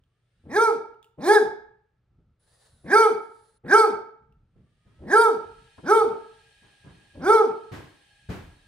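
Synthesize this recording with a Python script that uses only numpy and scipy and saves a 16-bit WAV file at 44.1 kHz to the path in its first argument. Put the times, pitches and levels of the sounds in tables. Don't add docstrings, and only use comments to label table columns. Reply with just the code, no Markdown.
import sys
import numpy as np
from scipy import signal
from scipy.fft import rfft, irfft
from scipy.io import wavfile
from scipy.ndimage import uniform_filter1d

SR = 44100
rng = np.random.default_rng(int(sys.argv[2]) if len(sys.argv) > 2 else 0)


def pcm_store(signal):
    levels = np.round(np.clip(np.atleast_2d(signal), -1, 1) * 32767)
    wavfile.write(sys.argv[1], SR, levels.astype(np.int16).T)


N = 382347
TIME_S = np.arange(N) / SR

# times of stages 0-6 in seconds, top pitch in Hz, level, fundamental trim and its sag
# at the top in dB, open and settled mouth resonance in Hz, opening bite, settled ring, nose trim and
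# upper voice trim in dB, hoarseness 0-1.
BARKS = [ ((.43, .47, .534, .565, .638, .738, .8), 462, -15, .1, -8.5, 1780, 1330, -1.7, .1, 2.5, .1, .04),
         ((1.17, 1.18, 1.24, 1.287, 1.338, 1.406, 1.5),
         439, -12, .1, -1.5, 1700, 1590, -10, 5.4, -1.5, 3, .13),
         ((2.83, 2.843, 2.908, 2.932, 3.006, 3.11, 3.17),
         455, -12.5, .1, -6.5, 1730, 1310, 3, 1.7, 7.3, 1.5, .03),
         ((3.63, 3.643, 3.707, 3.731, 3.785, 3.888, 3.97),
         453, -11.5, .1, -6.5, 1624, 1310, 6.7, 1.3, 4, 1.5, .03),
         ((4.98, 5.046, 5.11, 5.136, 5.22, 5.32, 5.4),
         465, -12, .1, -15.5, 1722, 1310, 2.5, .1, -5, .1, .03),
         ((5.82, 5.828, 5.876, 5.902, 5.96, 6.058, 6.16),
         453, -13, 1.1, -.1, 1480, 1270, 1.9, -1.5, -2.5, -1, .04),
         ((7.13, 7.186, 7.243, 7.283, 7.345, 7.46, 7.54),
         452, -12.5, 1.5, -.1, 1466, 1317, -2, .1, -1.5, -2.2, .08), ]
# stage, pitch as a share of the top, fundamental, chest and overtones in dB,
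# mouth opening (0 settled, 1 open), mouth resonance, nose and upper voice in dB.
BARK_STAGES = [(0, .135, -41.5, -50, -66.5, .6, -5.5, -80, -71.5),
               (1, .22, -28, -33, -60, .8, -5.5, -76, -68), (1.4, .4, -25, -32, -40, 1.3, -2.5, -58, -56),
               (2, .66, -21, -27, -19, 1.0, 3.5, -39.5, -34.5), (3, .88, 0, -9, -7, .75, 6.5, -27.5, -22.5),
               (3.35, 0.96, 2, -4.5, -0.5, .15, 1.5, -27, -25.5),
               (3.65, .995, .3, -6, -.8, .06, -3, -27, -24), (4, 1.005, 0, -8.5, 1, 0, -8, -26, -23),
               (4.3, 0.97, -4.5, -9, -3, .03, -2.5, -31, -28.5),
               (4.6, .92, -6.5, -12, -7, .05, 3, -38.5, -37),
               (4.75, .84, -16, -24, -19, .05, -1.5, -43, -41),
               (5, .66, -27, -33, -28, .05, -8.5, -45, -42), (6, .16, -40.5, -55.5, -46, .15, -5, -60, -66)]
# centre in Hz, width in Hz, level in dB.
THROAT_RESONANCES = [(760, 820, -3.5)]
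MUZZLE_RESONANCES = [(3500, 1000, -4), (4750, 1200, -3), (5950, 900, -6), (9340, 3800, -10)]
# frequency in Hz, level in dB.
BREATH_SPECTRUM = [(400, -34.5), (1500, -17.5), (2300, -11), (2750, -28), (3600, -7.5), (5000, -10),
                   (6900, -8.5), (9400, -3.5), (11000, -9), (13500, -11), (15700, -19)]

# time in seconds, level in dB, speed as a share of full.
WHEEL_DRIVE = [(0, -89.5, 0.6), (0.449, -76.5, 0.95), (.9, -87.5, 0.9), (1.101, -100, .8),
               (4.298, -100, .5), (4.7, -78.5, 0.72), (5.102, -68, 0.81), (5.501, -61.5, 1.0),
               (5.999, -60.5, 0.99), (8.0, -61.5, 0.995), (8.67, -63, 0.995)]
# time in seconds, level in dB, motor tone in Hz.
PUMP_RUN = [(2.389, -90, 3740), (2.449, -84.5, 4010), (2.548, -77.5, 4880), (2.651, -74, 4490),
            (2.801, -80.5, 3700), (3.1, -80.5, 4220), (3.302, -80.5, 4710), (3.522, -81, 4230),
            (3.588, -84, 4190)]
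# frequency in Hz, level in dB.
WHIRR_SPECTRUM = [(180, -48.5), (300, -19), (535, -10), (836, -7.5), (1090, -21), (1520, -16.5),
                  (1650, 2.5), (2040, -8.5), (3090, -4), (7180, -19.5), (9350, -10.5), (11000, -35.5),
                  (11600, -61), (13000, -28.5), (15600, -34.5)]
GEAR_TONES = [(822, -82), (1300, -91), (1648, -72), (2480, -79), (2670, -83.5), (3120, -80), (3850, -83),
              (4300, -81)]
SPRAY_SPECTRUM = [(250, -22), (480, 1.5), (1000, -8.5), (1800, -7), (2400, -18), (4000, -7), (6000, -15.5),
                  (9800, -8.5), (11000, -25.5), (13500, -25), (15600, -28.5)]
WHINE_TONES = [(10045, -77), (9598, -79), (10450, -84)]

# start in seconds, level in dB, slap trim in dB, slap corner in Hz,
# thud T60 in seconds.
FOOTFALLS = [(2.11, -64.5, -24, 9000, 0.41), (2.18, -55, -36, 9000, .3), (2.968, -29.5, -31, 9000, 0.045),
             (4.211, -54.5, -25.5, 9000, 0.23), (4.556, -48.5, -28, 9000, 0.55),
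             (4.851, -52.5, -17.5, 9000, 0.91), (5.499, -71.5, -27.5, 9000, 0.53),
             (5.779, -34, -3, 1100, 0.07), (6.62, -54, -6.5, 2500, 0.44), (6.838, -41.5, -14, 3000, 0.65),
             (7.715, -32, -7, 11000, 0.48), (8.288, -26, -12, 11500, 0.48)]
# frequency in Hz, level in dB.
THUD_SPECTRUM = [(15, -35.5), (25, -11.5), (107, 0.5), (202, -5), (339, -16), (401, -14), (537, -23),
                 (700, -24), (910, -42.5), (1540, -120)]
SLAP_SPECTRUM = [(180, -29.5), (300, 2), (568, -9.5), (1020, -7), (1170, -11), (1620, -9.5), (9490, -34),
                 (11500, -30.5), (15000, -32.5)]
# start in seconds, level in dB, tone in Hz.
CLAW_TICKS = [(0.0375, -65, 3170), (0.9443, -65, 2870), (1.0284, -47.5, 3460), (1.0444, -49, 2860),
              (4.3246, -64.5, 2746)]

# time in seconds, level in dB.
RUMBLE_LEVELS = [(0.0, -75), (4.7, -71.5), (8.67, -65)]
# centre in seconds, level in dB, half length in seconds.
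RUMBLE_SWELLS = [(.54, -57, .07), (2.17, -69.5, .18), (2.9, -65.5, .2), (3.84, -61, .06),
                 (4.38, -59.5, .13), (5.05, -47.5, .05), (5.55, -58.5, .12), (6.03, -50, .07),
                 (7.24, -59, .1), (8.45, -53, .07)]
# frequency in Hz, level in dB.
BOARD_SPECTRUM = [(12, -29), (20, 3), (138, -5), (416, -31.5), (608, -43.5), (857, -32.5), (1080, -48.5),
                  (1350, -25), (1500, -58), (1950, -78.5), (3300, -120)]
HUM_TONES = [(118.4, -79.5)]
AIR_SPECTRUM = [(88, -37), (150, 1.5), (226, -15.5), (420, -5), (950, -21), (1200, -15), (4000, -27),
                (5790, -33.5), (15600, -49.5)]

# frequency in Hz, T60 in seconds.
ROOM_T60_S = [(60, .3), (170, .37), (340, 0.46), (1400, 0.59), (2700, 0.55), (5400, 0.4), (11000, 0.25)]
# frequency in Hz, level in dB.
TAIL_SPECTRUM = [(100, -7), (450, 6), (1400, -8), (3000, -5.5), (10000, 4)]
# delay in seconds, level in dB, sign.
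EARLY_ECHOES = [(.0037, -9, 1), (.0091, -13, -1), (.0143, -14, 1), (.021, -15, -1), (.029, -16, 1)]
# frequency in Hz, left minus right in dB.
PORT_BALANCE_DB = [(60, 0.5), (150, 3.5), (380, 0), (950, -3.5), (2380, -1.5), (5980, -4.5), (15000, 3.5)]
# frequency in Hz, left lead in radians.
PORT_LEAD_RAD = [(300, 0.17), (600, 0.78), (1200, 0.78), (2500, 1.22), (4800, 1.5), (7150, 1.87),
                 (9040, 0.3), (11100, -3), (15300, -8)]

MOUTH_WIDTH_HZ, NOSE_HZ, NOSE_WIDTH_HZ = 300, 2250, 420
POCKET_HZ, POCKET_WIDTH_HZ = 2720, 420
JITTER_HZ, SLACK_JITTER_HZ, SLACK_FLUTTER_DB = 2.2, 26, 4
TOP_STAGE, SAG_REACH_STAGES = 4, .28
MOTOR_LOW_RATIO, SLAP_DB_PER_OCTAVE, AIR_DB = .385, -14, -82.5
BASS_CUT_HZ, BAND_LIMIT_HZ, CEILING = 46, 15700, .93
DIP_LOW_HZ, DIP_HIGH_HZ = 11050, 12150


def bark(stages_s, top_hz, level_db, first_trim_db, sag_db, open_hz, settled_hz,
         bite_db, ring_db, nose_trim_db, upper_trim_db, hoarseness):
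    t = np.arange(stages_s[0], stages_s[-1], 1 / SR)
    n = len(t)
    stage = np.interp(t, stages_s, np.arange(len(stages_s)))
    knots, *columns = np.transpose(BARK_STAGES)
    pitch_share, first_db, chest_db, overtone_db, opening, mouth_db, nose_db, upper_db = (
        uniform_filter1d(np.interp(stage, knots, column), 700, mode="nearest") for column in columns)
    first_db += first_trim_db + sag_db * np.exp(-((stage - TOP_STAGE) / SAG_REACH_STAGES) ** 2)
    upper_db += upper_trim_db
    mouth_db += ring_db + (bite_db - ring_db) * np.clip(2 * opening, 0, 1)
    mouth_hz = settled_hz + (open_hz - settled_hz) * opening

    pitch_hz = top_hz * pitch_share
    slack = hoarseness + np.clip(1 - pitch_share, 0, 1) ** 1.5
    phase = phase_rad(pitch_hz + (JITTER_HZ + SLACK_JITTER_HZ * slack) * wander(n, .003))
    harmonic = np.arange(2, 26)[:, None]
    partial_hz = harmonic * pitch_hz

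    chest = gain(chest_db) * resonance(partial_hz, centre_hz=330, width_hz=500)
    throat = sum(gain(db) * resonance(partial_hz, hz, width) for hz, width, db in THROAT_RESONANCES)
    mouth = gain(mouth_db) * resonance(partial_hz, mouth_hz, MOUTH_WIDTH_HZ)
    nose = gain(nose_db + nose_trim_db + 4.5) * resonance(partial_hz, NOSE_HZ, NOSE_WIDTH_HZ)
    rise = (mouth_hz / 1400) ** .4
    muzzle = sum(gain(db) * resonance(partial_hz, hz * rise, width)
                 for hz, width, db in MUZZLE_RESONANCES)
    flicker_db = 6 * np.array([wander(n, .015) for _ in harmonic])
    weights = chest + gain(overtone_db) * (throat + mouth) + nose
    weights += gain(upper_db - 6.5 + flicker_db) * muzzle
    weights *= gain(SLACK_FLUTTER_DB * slack * wander(n, .004))
    weights *= 1 - .9 * resonance(partial_hz, POCKET_HZ, POCKET_WIDTH_HZ)

    overtones = (weights * np.sin(harmonic * phase + harmonic ** 2)).sum(0)
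    folds = gain(first_db) * np.sin(phase) + overtones
    shimmer = gain(.47 * wander(n, .0049))
    breath = stereo_noise(BREATH_SPECTRUM, n, correlation=.89)[0]
    puffs = breath * (1 + .33 * np.cos(phase)) * gain(2.2 * wander(n, .011))
    voice = np.sqrt(2) * folds * shimmer + gain(upper_db - 7) * puffs
    return stages_s[0], gain(level_db) * voice * signal.windows.tukey(n, .12)


def wheels():
    times_s, drive_db, speed = np.transpose(WHEEL_DRIVE)
    speed = np.interp(TIME_S, times_s, speed) + .004 * wander(N, .02)
    gears = sum(gain(db) * (.8 + .6 * wander(N, .012)) * np.sin(phase_rad(hz * speed))
                for hz, db in GEAR_TONES)
    whirr = stereo_noise(WHIRR_SPECTRUM, N, correlation=.2)
    return gain(np.interp(TIME_S, times_s, drive_db)) * (gain(-2.5) * whirr + gain(66.5) * gears)


def pump():
    times_s, level_db, motor_hz = np.transpose(PUMP_RUN)
    t = np.arange(times_s[0], times_s[-1], 1 / SR)
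    n = len(t)
    phase = phase_rad(np.interp(t, times_s, motor_hz) * (1 + .015 * wander(n, .003)))
    motor = gain(-10.5) * np.sin(phase) + gain(-11) * np.sin(MOTOR_LOW_RATIO * phase)
    whine = sum(gain(db + 2.9 * wander(n, .029)) * np.sin(2 * np.pi * hz * t) for hz, db in WHINE_TONES)
    throb = gain(np.interp(t, times_s, level_db) + 10 + 1.5 * wander(n, .024))
    hiss = stereo_noise(SPRAY_SPECTRUM, n, correlation=.42)
    return times_s[0], (throb * (hiss + motor) + whine) * signal.windows.tukey(n, .03)


def footfalls():
    out, t = np.zeros((2, N)), np.arange(SR) / SR
    for start_s, level_db, slap_db, corner_hz, t60_s in FOOTFALLS:
        dulled = [(hz, db + SLAP_DB_PER_OCTAVE * max(np.log2(hz / corner_hz), 0))
                  for hz, db in SLAP_SPECTRUM]
        thud = stereo_noise(THUD_SPECTRUM, SR, correlation=.89)
        thud *= gain(-60 * t / t60_s) * (1 - np.exp(-t / .0027))
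        slap = stereo_noise(dulled, SR, correlation=.27)
        slap *= gain(slap_db + 7 - 60 * t / (1.18 * t60_s)) * (1 - np.exp(-t / .016))
        add(out, start_s, gain(level_db - 4.5) * (thud + slap))
    return out


def claws(t60_s=.01):
    out, t = np.zeros(N), np.arange(600) / SR
    for start_s, db, hz in CLAW_TICKS:
        tick = np.sin(2 * np.pi * hz * t) + .35 * rng.standard_normal(len(t))
        add(out, start_s, gain(db - 60 * t / t60_s) * tick)
    return out


def house():
    steady = gain(np.interp(TIME_S, *np.transpose(RUMBLE_LEVELS)))
    swells = sum(gain(db) * np.exp(-((TIME_S - s) / half_s) ** 2) for s, db, half_s in RUMBLE_SWELLS)
    lumps = gain(3.5 * wander(N, .06))
    rumble = (steady + swells) * lumps * stereo_noise(BOARD_SPECTRUM, N, correlation=.99)
    hum = sum(gain(db + 3.5 + 1.5 * wander(N, .1)) * np.sin(2 * np.pi * hz * TIME_S)
              for hz, db in HUM_TONES)
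    return rumble + hum + gain(AIR_DB) * stereo_noise(AIR_SPECTRUM, N, correlation=.7)


def room(source, tail_db):
    taps = np.zeros((3, SR))
    slots = np.arange(400, SR - 20, 20) + rng.integers(0, 20, (3, (SR - 401) // 20))
    np.put_along_axis(taps, slots, rng.choice([-1., 1.], slots.shape), 1)
    taps = .7 * taps[0] + .7 * taps[1:]
    hz, t, bands = signal.stft(taps, SR, nperseg=256)
    decay_db = log_interp(TAIL_SPECTRUM, hz)[:, None] - 60 * t / log_interp(ROOM_T60_S, hz)[:, None]
    echoes = signal.istft(bands * gain(decay_db), SR, nperseg=256)[1]
    echoes *= 1 - np.exp(-np.arange(echoes.shape[1]) / SR / .023)
    echoes *= gain(tail_db) / np.linalg.norm(echoes[0])
    for delay_s, db, sign in EARLY_ECHOES:
        echoes[:, round(delay_s * SR)] += gain(db) * sign
    return source + signal.fftconvolve(source[None], echoes, axes=1)[:, :N]


def microphone_ports(sound):
    hz = np.fft.rfftfreq(N, 1 / SR)
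    side = np.array([[.5], [-.5]])
    balance = gain(side * log_interp(PORT_BALANCE_DB, hz))
    lead = np.exp(1j * side * log_interp(PORT_LEAD_RAD, hz))
    return irfft(balance * lead * rfft(sound), N)


def resonance(hz, centre_hz, width_hz):
    return (1 + (2 * (hz - centre_hz) / width_hz) ** 2) ** -1.7


def stereo_noise(spectrum, n, correlation):
    left, other = rng.standard_normal((2, n))
    right = correlation * left + np.sqrt(1 - correlation ** 2) * other
    colour = gain(log_interp(spectrum, np.fft.rfftfreq(n, 1 / SR)))
    return unit_rms(irfft(rfft([left, right]) * colour, n))


def wander(n, span_s):
    size = int(span_s * SR)
    return unit_rms(uniform_filter1d(uniform_filter1d(rng.standard_normal(n), size), size))


def phase_rad(hz):
    return 2 * np.pi * np.cumsum(hz) / SR


def gain(db):
    return 10 ** (np.asarray(db) / 20)


def unit_rms(x):
    return x / np.sqrt(np.mean(x ** 2) + 1e-20)


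def log_interp(table, hz):
    knots_hz, values = np.transpose(table)
    return np.interp(np.log(hz + 1), np.log(knots_hz + 1), values)


def add(mix, start_s, sound):
    part = mix[..., round(start_s * SR):][..., :sound.shape[-1]]
    part += sound[..., :part.shape[-1]]


def scene():
    dog = np.zeros(N)
    for row in BARKS:
        add(dog, *bark(*row))
    in_room = room(gain(-4) * dog, tail_db=-6.5) + room(claws(), tail_db=-8)
    mix = microphone_ports(in_room) + wheels() + footfalls() + house()
    add(mix, *pump())
    return mix


def record(dry):
    dip = signal.firwin(401, [DIP_LOW_HZ, DIP_HIGH_HZ], window=("kaiser", 6), fs=SR)
    band_limit = signal.firwin(511, BAND_LIMIT_HZ, window=("kaiser", 9), fs=SR)
    thinned = signal.sosfilt(signal.butter(2, BASS_CUT_HZ, "high", fs=SR, output="sos"), dry)
    rounded = thinned / (1 + (thinned / CEILING) ** 6) ** (1 / 6)
    return signal.oaconvolve(rounded, np.convolve(dip, band_limit)[None], "same")


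dry = scene()
out = record(dry)
pcm_store(out)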